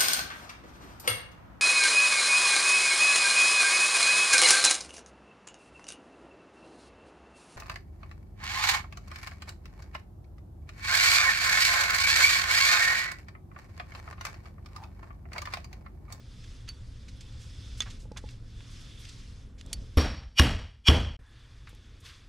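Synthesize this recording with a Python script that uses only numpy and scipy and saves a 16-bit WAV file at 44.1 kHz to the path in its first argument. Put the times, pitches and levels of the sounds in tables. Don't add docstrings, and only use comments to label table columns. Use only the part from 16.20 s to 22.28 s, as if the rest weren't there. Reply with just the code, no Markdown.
import sys
import numpy as np
from scipy import signal
from scipy.io import wavfile

SR = 44100
rng = np.random.default_rng(int(sys.argv[2]) if len(sys.argv) > 2 else 0)


def natural_amplitude(level_db):
    exponent = np.asarray(level_db, float) / 20
    return 10 ** exponent


def int16_out(signal):
    q = np.round(np.clip(np.atleast_2d(signal).T, -1, 1) * 32767)
    wavfile.write(sys.argv[1], SR, q.astype(np.int16))


N = 268304
EDGES = 20 * 2 ** np.arange(0, 9.8, 1 / 3)

STEEL_HZ = [1120, 1700, 2440, 2870, 3040, 3160, 3330, 4620, 5470, 5680, 8650, 9950, 11620]
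# t60_s [s, time to fall 60 dB], blow1_db, blow2_db, blow3_db [dB]
STEEL_MODES = [(0.06, -21, -20.5, -21.5), (0.0073, -26.5, 0, -26.5), (0.013, -15, -16.5, -13.5),
               (0.069, -40.5, -15.5, -17.5), (.05, -44, -20, -12), (0.18, -76, -24, -15),
               (0.12, -39.5, -20.5, -11), (0.023, -34, -20.5, -18), (0.066, -22, -20.5, -18),
               (0.15, -26, -21.5, -22), (0.013, -32, -45.5, -50.5), (0.024, -27.5, -29.5, -43.5),
               (0.024, -17.5, -31.5, -48)]


def rms_one(x):
    return x / np.sqrt(np.mean(x ** 2) + 1e-20)


def in_time(rows):
    return np.interp(np.arange(N) / SR, *np.transpose(rows))


def at_hz(points, hz):
    points_hz, values = np.transpose(points)
    return np.interp(np.log(hz), np.log(points_hz), values)


def drift(rate_hz):
    r = np.exp(-40 * np.pi * rate_hz / SR)
    noise = rng.standard_normal(N // 20 + 2002)
    slow = signal.lfilter([1], [1, -2 * r, r * r], noise)[2000:]
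    return np.interp(np.arange(N) / 20, np.arange(len(slow)), rms_one(slow))


def band_pass(x, low_hz, high_hz):
    return signal.sosfilt(signal.butter(2, [low_hz, high_hz], "band", fs=SR, output="sos"), x)


def ring(x, hz, t60):
    r, w = natural_amplitude(-60 / (t60 * SR)), 2 * np.pi * hz / SR
    return signal.lfilter([0, np.sin(w)], [1, -2 * r * np.cos(w), r * r], x + 1e-18)


def rough_tone(noise, hz, t60):
    return rms_one(ring(ring(noise, hz, t60), hz, t60))


def narrow(hz, t60, level_db):
    return natural_amplitude(level_db) * rms_one(ring(rng.standard_normal(N), hz, t60))


def bands(white, low_hz, high_hz):
    for k, (low, high) in enumerate(zip(EDGES, EDGES[1:])):
        if low_hz <= low < high_hz:
            yield np.sqrt(low * high), band_pass(white[k % 2], low, high)


def band_power(gain, hz):
    return gain ** 2 * hz * .23 * 2 / SR


def bed(colour, low_hz, high_hz, level_db, tilt_db, patchy_db, grain_db):
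    # pitch_hz [Hz], side_minus_mid_db [dB]
    width_points = [(60, -29.5), (180, -6), (550, -7.5), (1650, -5.5), (4970, -10.5), (15000, -9)]
    grain = natural_amplitude(grain_db * np.minimum(rng.exponential(1, (2, 1, N)), 5))
    white = rng.standard_normal((2, 2, N)) * grain
    out, power, together = 0, 0, drift(1.3)
    for hz, band in bands(white / np.std(white), low_hz, high_hz):
        gain = natural_amplitude(at_hz(colour, hz))
        power += band_power(gain, hz)
        flicker_db = patchy_db * (0.2 * together + drift(23.0))
        sway = natural_amplitude(flicker_db + tilt_db * np.log2(hz / 3500))
        out = out + gain * sway * band * [[1], [natural_amplitude(at_hz(width_points, hz))]]
    return out * natural_amplitude(level_db) / np.sqrt(power)


def room_rumble(level_db, last):
    rumble_colour = [(12, -33), (20, 8), (54, 3.5), (107, 1.5), (132, -4.5), (167, -27), (240, -17),
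                     (468, -24), (527, -19.5), (706, -61), (1200, -20.5), (1560, -66), (2640, -120)]
    return bed(rumble_colour, 20, 1000, level_db + 10.0 * last, 1.0 * last, patchy_db=-0.5, grain_db=-0.5)


def hum(rumble_db):
    hum_tones = [(59, -6, .5), (114, -10, .4), (178, -20, .4), (222, -20, .5), (268, -23, .4),
                 (525, -33, .15)]
    return sum(narrow(hz, t60, rumble_db + db) for hz, db, t60 in hum_tones)


def air(hushed_db, last):
    air_colour = [(350, -34), (600, 4.5), (725, -1.5), (1400, 1), (4970, -16), (9750, -14), (15000, -43)]
    return bed(air_colour, 600, 16000, -71 + hushed_db - 0.96 * last, 0, patchy_db=2.3, grain_db=3.5)


def rustle(rustle_db, hushed_db, last):
    rustle_colour = [(350, -45), (600, -6), (736, -23), (1020, -5.5), (1200, 3), (1430, 0), (1620, 0),
                     (2220, 1), (2640, -5.5), (2870, -0.5), (3380, -3), (4940, -1.5), (9500, -21),
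                     (13900, -73), (15500, -46)]
    brightness_db = 4 + 0.03 * (rustle_db + 63) - 3.0 * last
    return bed(rustle_colour, 600, 16000, rustle_db + hushed_db, brightness_db, patchy_db=1.5, grain_db=0.5)


def rubbed_rings(rustle_db, last):
    rubbed_tones = [(3470, -5.5, 0.0084), (5220, -10.5, .008)]
    out = 0
    for hz, db, t60 in rubbed_tones:
        level_db = rustle_db + db - 9.0 * last * (hz > 4000)
        out = out + narrow(hz, t60, level_db) * natural_amplitude(3.1 * drift(4.2))
    return out


def lingering_tone(t, last):
    return narrow(1720, .014, -67 - 30 * np.abs(t - 5.12)) * last


def puffs():
    # start_s [s], level_db [dB, before the rise], pitch_hz [Hz], t60_s [s]
    ticks = [(0.4877, -38, 5700, 0.013), (1.007, -46, 4200, 0.071), (1.6049, -30.5, 3170, 0.034),
             (1.619, -34, 3260, 0.063), (1.9188, -40, 4000, 0.0071), (2.088, -45, 3400, 0.031),
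             (2.1095, -47, 6000, .012), (2.4039, -48.5, 2070, 0.039), (2.852, -38.5, 4000, 0.015),
             (3.4111, -36, 3670, 0.011), (3.462, -46.5, 6800, 0.015), (3.5294, -23, 6040, 0.029),
             (4.801, -45, 9200, .02), (5.471, -49.5, 2020, 0.14), (5.49, -56, 8900, 0.083),
             (5.5488, -52, 7910, 0.015), (5.802, -59, 9100, 0.096)]
    scrapes = [(0.238, -39, 3000, 0.03), (0.475, -31.5, 2750, 0.084), (0.881, -36, 3620, 0.052),
               (1.57, -37.5, 6000, 0.14), (1.656, -33.5, 1530, 0.099), (1.701, -33, 4570, 0.051),
               (1.79, -44, 5460, 0.16), (1.961, -31, 1440, 0.073), (1.969, -28.5, 4800, 0.053),
               (1.19, -41.5, 5150, 0.25), (2.499, -45, 5800, 0.094), (2.601, -46.5, 5900, .08),
               (2.786, -43, 7700, 0.13), (2.887, -32, 3900, 0.044), (3.378, -42, 3970, 0.12),
               (3.450, -43.5, 550, 0.097), (3.50, -43, 554, .13), (5.835, -45, 8000, 0.21)]
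    out, t = np.zeros(N), np.arange(9000) / SR
    rows = [(*row, 0.00081) for row in ticks]
    rows += [(*row, 0.27 * row[-1]) for row in scrapes]
    for start_s, level_db, hz, t60, rise_s in rows:
        puff = band_pass(rng.standard_normal(len(t)), hz / 2.06, min(hz * 1.58, 13000))
        shape = natural_amplitude(level_db - 60 * t / t60) * (1 - np.exp(-t / rise_s))
        at = round(start_s * SR)
        out[at:at + len(t)] += rms_one(puff) * shape
    return out


def struck(rows, modes):
    at, out = [round(row[0] * SR) for row in rows], np.zeros(N)
    luck_db = rng.normal(0, 0.71, (len(rows), len(modes)))
    for k, (hz, level_db, t60) in enumerate(modes):
        clicks = np.zeros(N)
        clicks[at] = natural_amplitude(np.array(rows)[:, 1] + level_db + luck_db[:, k])
        out += ring(clicks, hz, t60)
    return out


def seal_knocks():
    # [dB, before softening]
    knocks = [(1.855, -47), (1.9165, -37), (2.040, -37.5), (5.53, -50.5)]
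    seal_tones = [(248, 6, 0.015), (485, 1.5, 0.023), (630, -48, 0.0077), (846, -9, 0.085)]
    return -signal.lfilter([.12], [1, -.88], struck(knocks, seal_tones))


def housing_taps():
    tap_rows = [(1.6048, -19.5), (1.619, -30.5), (1.9719, -36.5)]
    housing_tones = [(1260, -23, 0.066), (1930, -28, 0.24), (3482, -1.5, 0.05), (6390, -0.5, 0.013)]
    return struck(tap_rows, housing_tones)


def socket_taps():
    tap_rows = [(.4898, -33.5), (.545, -58), (3.5294, -33)]
    socket_tones = [(4530, 0, .075), (6340, -8, .025), (10520, -16, .05), (13600, -27, .045)]
    return struck(tap_rows, socket_tones)


def touches():
    dull = signal.butter(2, 11000, fs=SR, output="sos")
    return signal.sosfilt(dull, puffs() + housing_taps()) + socket_taps() + seal_knocks()


def hall(t, tilt_db):
    # [dB per Hz, before the tilt]
    hall_colour = [(18, -24.5), (30, -4.5), (85, 0.5), (168, -14.5), (256, -6), (369, -19.5), (467, -13.5),
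                   (656, -18), (2620, -33), (3230, -36), (4090, -38), (5590, -51), (6540, -53.5),
                   (11900, -57.5), (15500, -76)]
    # [s to fall 48 dB, before the ever faster extra fall]
    hall_decay = [(50, 0.82), (300, 0.37), (2000, 0.54), (6000, 0.54), (14000, 0.08)]
    lumps_db = np.repeat(rng.normal(0, 1.8, len(t) // 130 + 1), 130)[:len(t)]
    white = rng.standard_normal((2, len(t))) * natural_amplitude(lumps_db)
    plain, coloured, power = 0, 0, 0
    for hz, band in bands(white, 25, 16000):
        build = 1 - np.exp(-t / (0.0024 + 0.28 / hz))
        dying = band * natural_amplitude(-48 * t / at_hz(hall_decay, hz) - 70.0 * t ** 2) * build
        gain = natural_amplitude(at_hz(hall_colour, hz) + tilt_db * np.log2(max(hz, 800) / 800))
        power += band_power(gain, hz)
        plain, coloured = plain + dying, coloured + gain * dying
    return plain / np.sqrt(np.sum(plain ** 2)), coloured / np.sqrt(power)


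def shimmer(t, k):
    # [dB, before the unevenness and decay]
    shimmer_tones = [(3254, -48, -41, -35.5), (4590, -41.5, -43, -44), (5540, -37.5, -44.5, -49)]
    tones = sum(natural_amplitude(levels_db[k]) * rough_tone(rng.standard_normal(len(t)), hz, .010)
                for hz, *levels_db in shimmer_tones)
    uneven_db = 1.5 * drift(30.0)[:len(t)]
    return tones * natural_amplitude(uneven_db - 60 * t / 0.58) * (1 - np.exp(-t / .01))


def bench(t):
    bench_tones = [(53.6, -27.5, 0.2), (73.6, 1, 0.22), (121, -26, 0.1), (189.8, -22.5, 0.41),
                   (266.6, -6.5, 0.13), (305.5, -14, 0.23)]
    jolt = np.exp(-((t - .0037) / .0012) ** 2)
    push = np.exp(-((t - .0066) / .0008) ** 2)
    boom = sum(natural_amplitude(db) * ring(push / push.sum(), hz, t60) for hz, db, t60 in bench_tones)
    return boom - .9 * jolt


def steel_ring(t, k):
    click, out = (t == 0) * 1., 0
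    for hz, (t60, *levels_db) in zip(STEEL_HZ, STEEL_MODES):
        damped = min(t60, .07)
        pair = ring(click, hz * .994, damped) + ring(click, hz * 1.006, damped)
        out = out + natural_amplitude(levels_db[k]) * pair / 2
    return out


def crack(t, crack_db):
    noise = rms_one(band_pass(rng.standard_normal(len(t)), 900, 5500))
    return noise * natural_amplitude(crack_db) * np.exp(-(t / .0022) ** 2)


def swell(before, k):
    hiss = rng.standard_normal((len(STEEL_HZ) + 1, len(before)))
    tones = sum(natural_amplitude(1.5 * mode[1 + k]) * rough_tone(noise, hz, .024)
                for hz, mode, noise in zip(STEEL_HZ, STEEL_MODES, hiss) if hz > 2000)
    out = rms_one(tones)
    out = out + natural_amplitude(-47) * rms_one(band_pass(hiss[-1], 6500, 12000))
    out = out + natural_amplitude(-9.5) * rms_one(band_pass(hiss[0], 900, 5500))
    rise = natural_amplitude(np.minimum(1400 * (before + 0.0095), 150 * (before + 0.011)))
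    opening = np.clip((before + .05) / 0.0098, 0, 1)
    closing = np.clip(1 - before / 0.00094, 0, 1)
    return out * rise * opening * closing


def hammer():
    # [dB, before its rise]
    blows = [(3.7655, 14, -10.5, -20, 4, -57.5), (4.1960, -12, -9.5, -19.5, 5, -20),
             (4.6840, -17.5, -8.5, -18.5, 3.5, -20)]
    out, lead = np.zeros(N + SR), 2600
    t = np.arange(SR * 3 // 4) / SR
    before = np.arange(-lead, 100) / SR
    for k, (start_s, crack_db, bench_db, hall_db, tilt_db, swell_db) in enumerate(blows):
        at = round(start_s * SR)
        steel = steel_ring(t, k)
        direct = (steel + crack(t, crack_db)) * (1 - np.exp(-t / .0003))
        plain, coloured = hall(t, tilt_db)
        steel_echo = signal.fftconvolve(band_pass(steel, 2700, 6500), plain)[:len(t)]
        echo = natural_amplitude(-14.5) * steel_echo + natural_amplitude(hall_db) * coloured
        out[at:at + len(t)] += direct + natural_amplitude(bench_db) * bench(t) + echo + shimmer(t, k)
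        out[at - lead:at + 100] += swell(before, k) * natural_amplitude(swell_db)
    return out[:N]


def scene():
    # [dB, before the shifts in the later parts]
    rumble_rows = [(0.0, -45.5), (1.91, -43.5), (2.1, -44.5), (3.38, -46), (3.6, -38.5), (3.7, -45.5),
                   (4.995, -51.5), (5.075, -65.5), (5.1, -56), (5.84, -54), (6.08, -57.5)]
    # [dB, before the tilt and the hammer part's cut]
    rustle_rows = [(0.0, -66), (0.32, -59), (0.47, -66.5), (0.95, -64.5), (1.22, -61.5), (1.55, -58),
                   (1.74, -57), (1.84, -72), (1.9, -76), (2.11, -59.5), (2.21, -71.5), (2.3, -66),
                   (2.58, -55.5), (2.77, -60.5), (2.85, -54), (3.22, -65), (3.37, -84), (3.5, -62),
                   (3.76, -65), (5.0, -76), (5.14, -65), (5.82, -66.5), (5.86, -50.5), (6.08, -68)]
    centred_s, gap_start_s, gap_end_s = 3.7705, 4.9675, 4.9906
    t = np.arange(N) / SR
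    last = t > gap_start_s
    hushed_db = -10.0 * ((t > centred_s) & (t < gap_start_s))
    rumble_db, rustle_db = in_time(rumble_rows) + hushed_db, in_time(rustle_rows)
    mid, side = room_rumble(rumble_db, last) + rustle(rustle_db, hushed_db, last) + air(hushed_db, last)
    mid += hum(rumble_db)
    hits = touches() + rubbed_rings(rustle_db + hushed_db, last)
    mid = mid + hits + lingering_tone(t, last)
    side = side - .2 * hits
    mid += hammer() * np.clip((t - centred_s) / .003, 0, 1) * (t < gap_end_s)
    high_pass = signal.butter(8, 11200, "high", fs=SR, output="sos")
    treble = signal.sosfilt(high_pass, np.roll(mid, 90))
    side = np.where(t < centred_s, side, natural_amplitude(-41.5) * side + natural_amplitude(-5) * treble)
    gap = np.maximum((gap_start_s - t) / .004, (t - gap_end_s) / .0003)
    return np.array([mid + side, mid - side]) * np.clip(gap, natural_amplitude(-45), 1)


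def band_limit(x):
    return signal.sosfilt(signal.butter(12, 15770, fs=SR, output="sos"), x)


def record(dry):
    cut = signal.butter(12, 14900, fs=SR, output="sos")
    mix = signal.sosfilt(cut, dry)
    return band_limit(mix)


dry = scene()
out = record(dry)
int16_out(out)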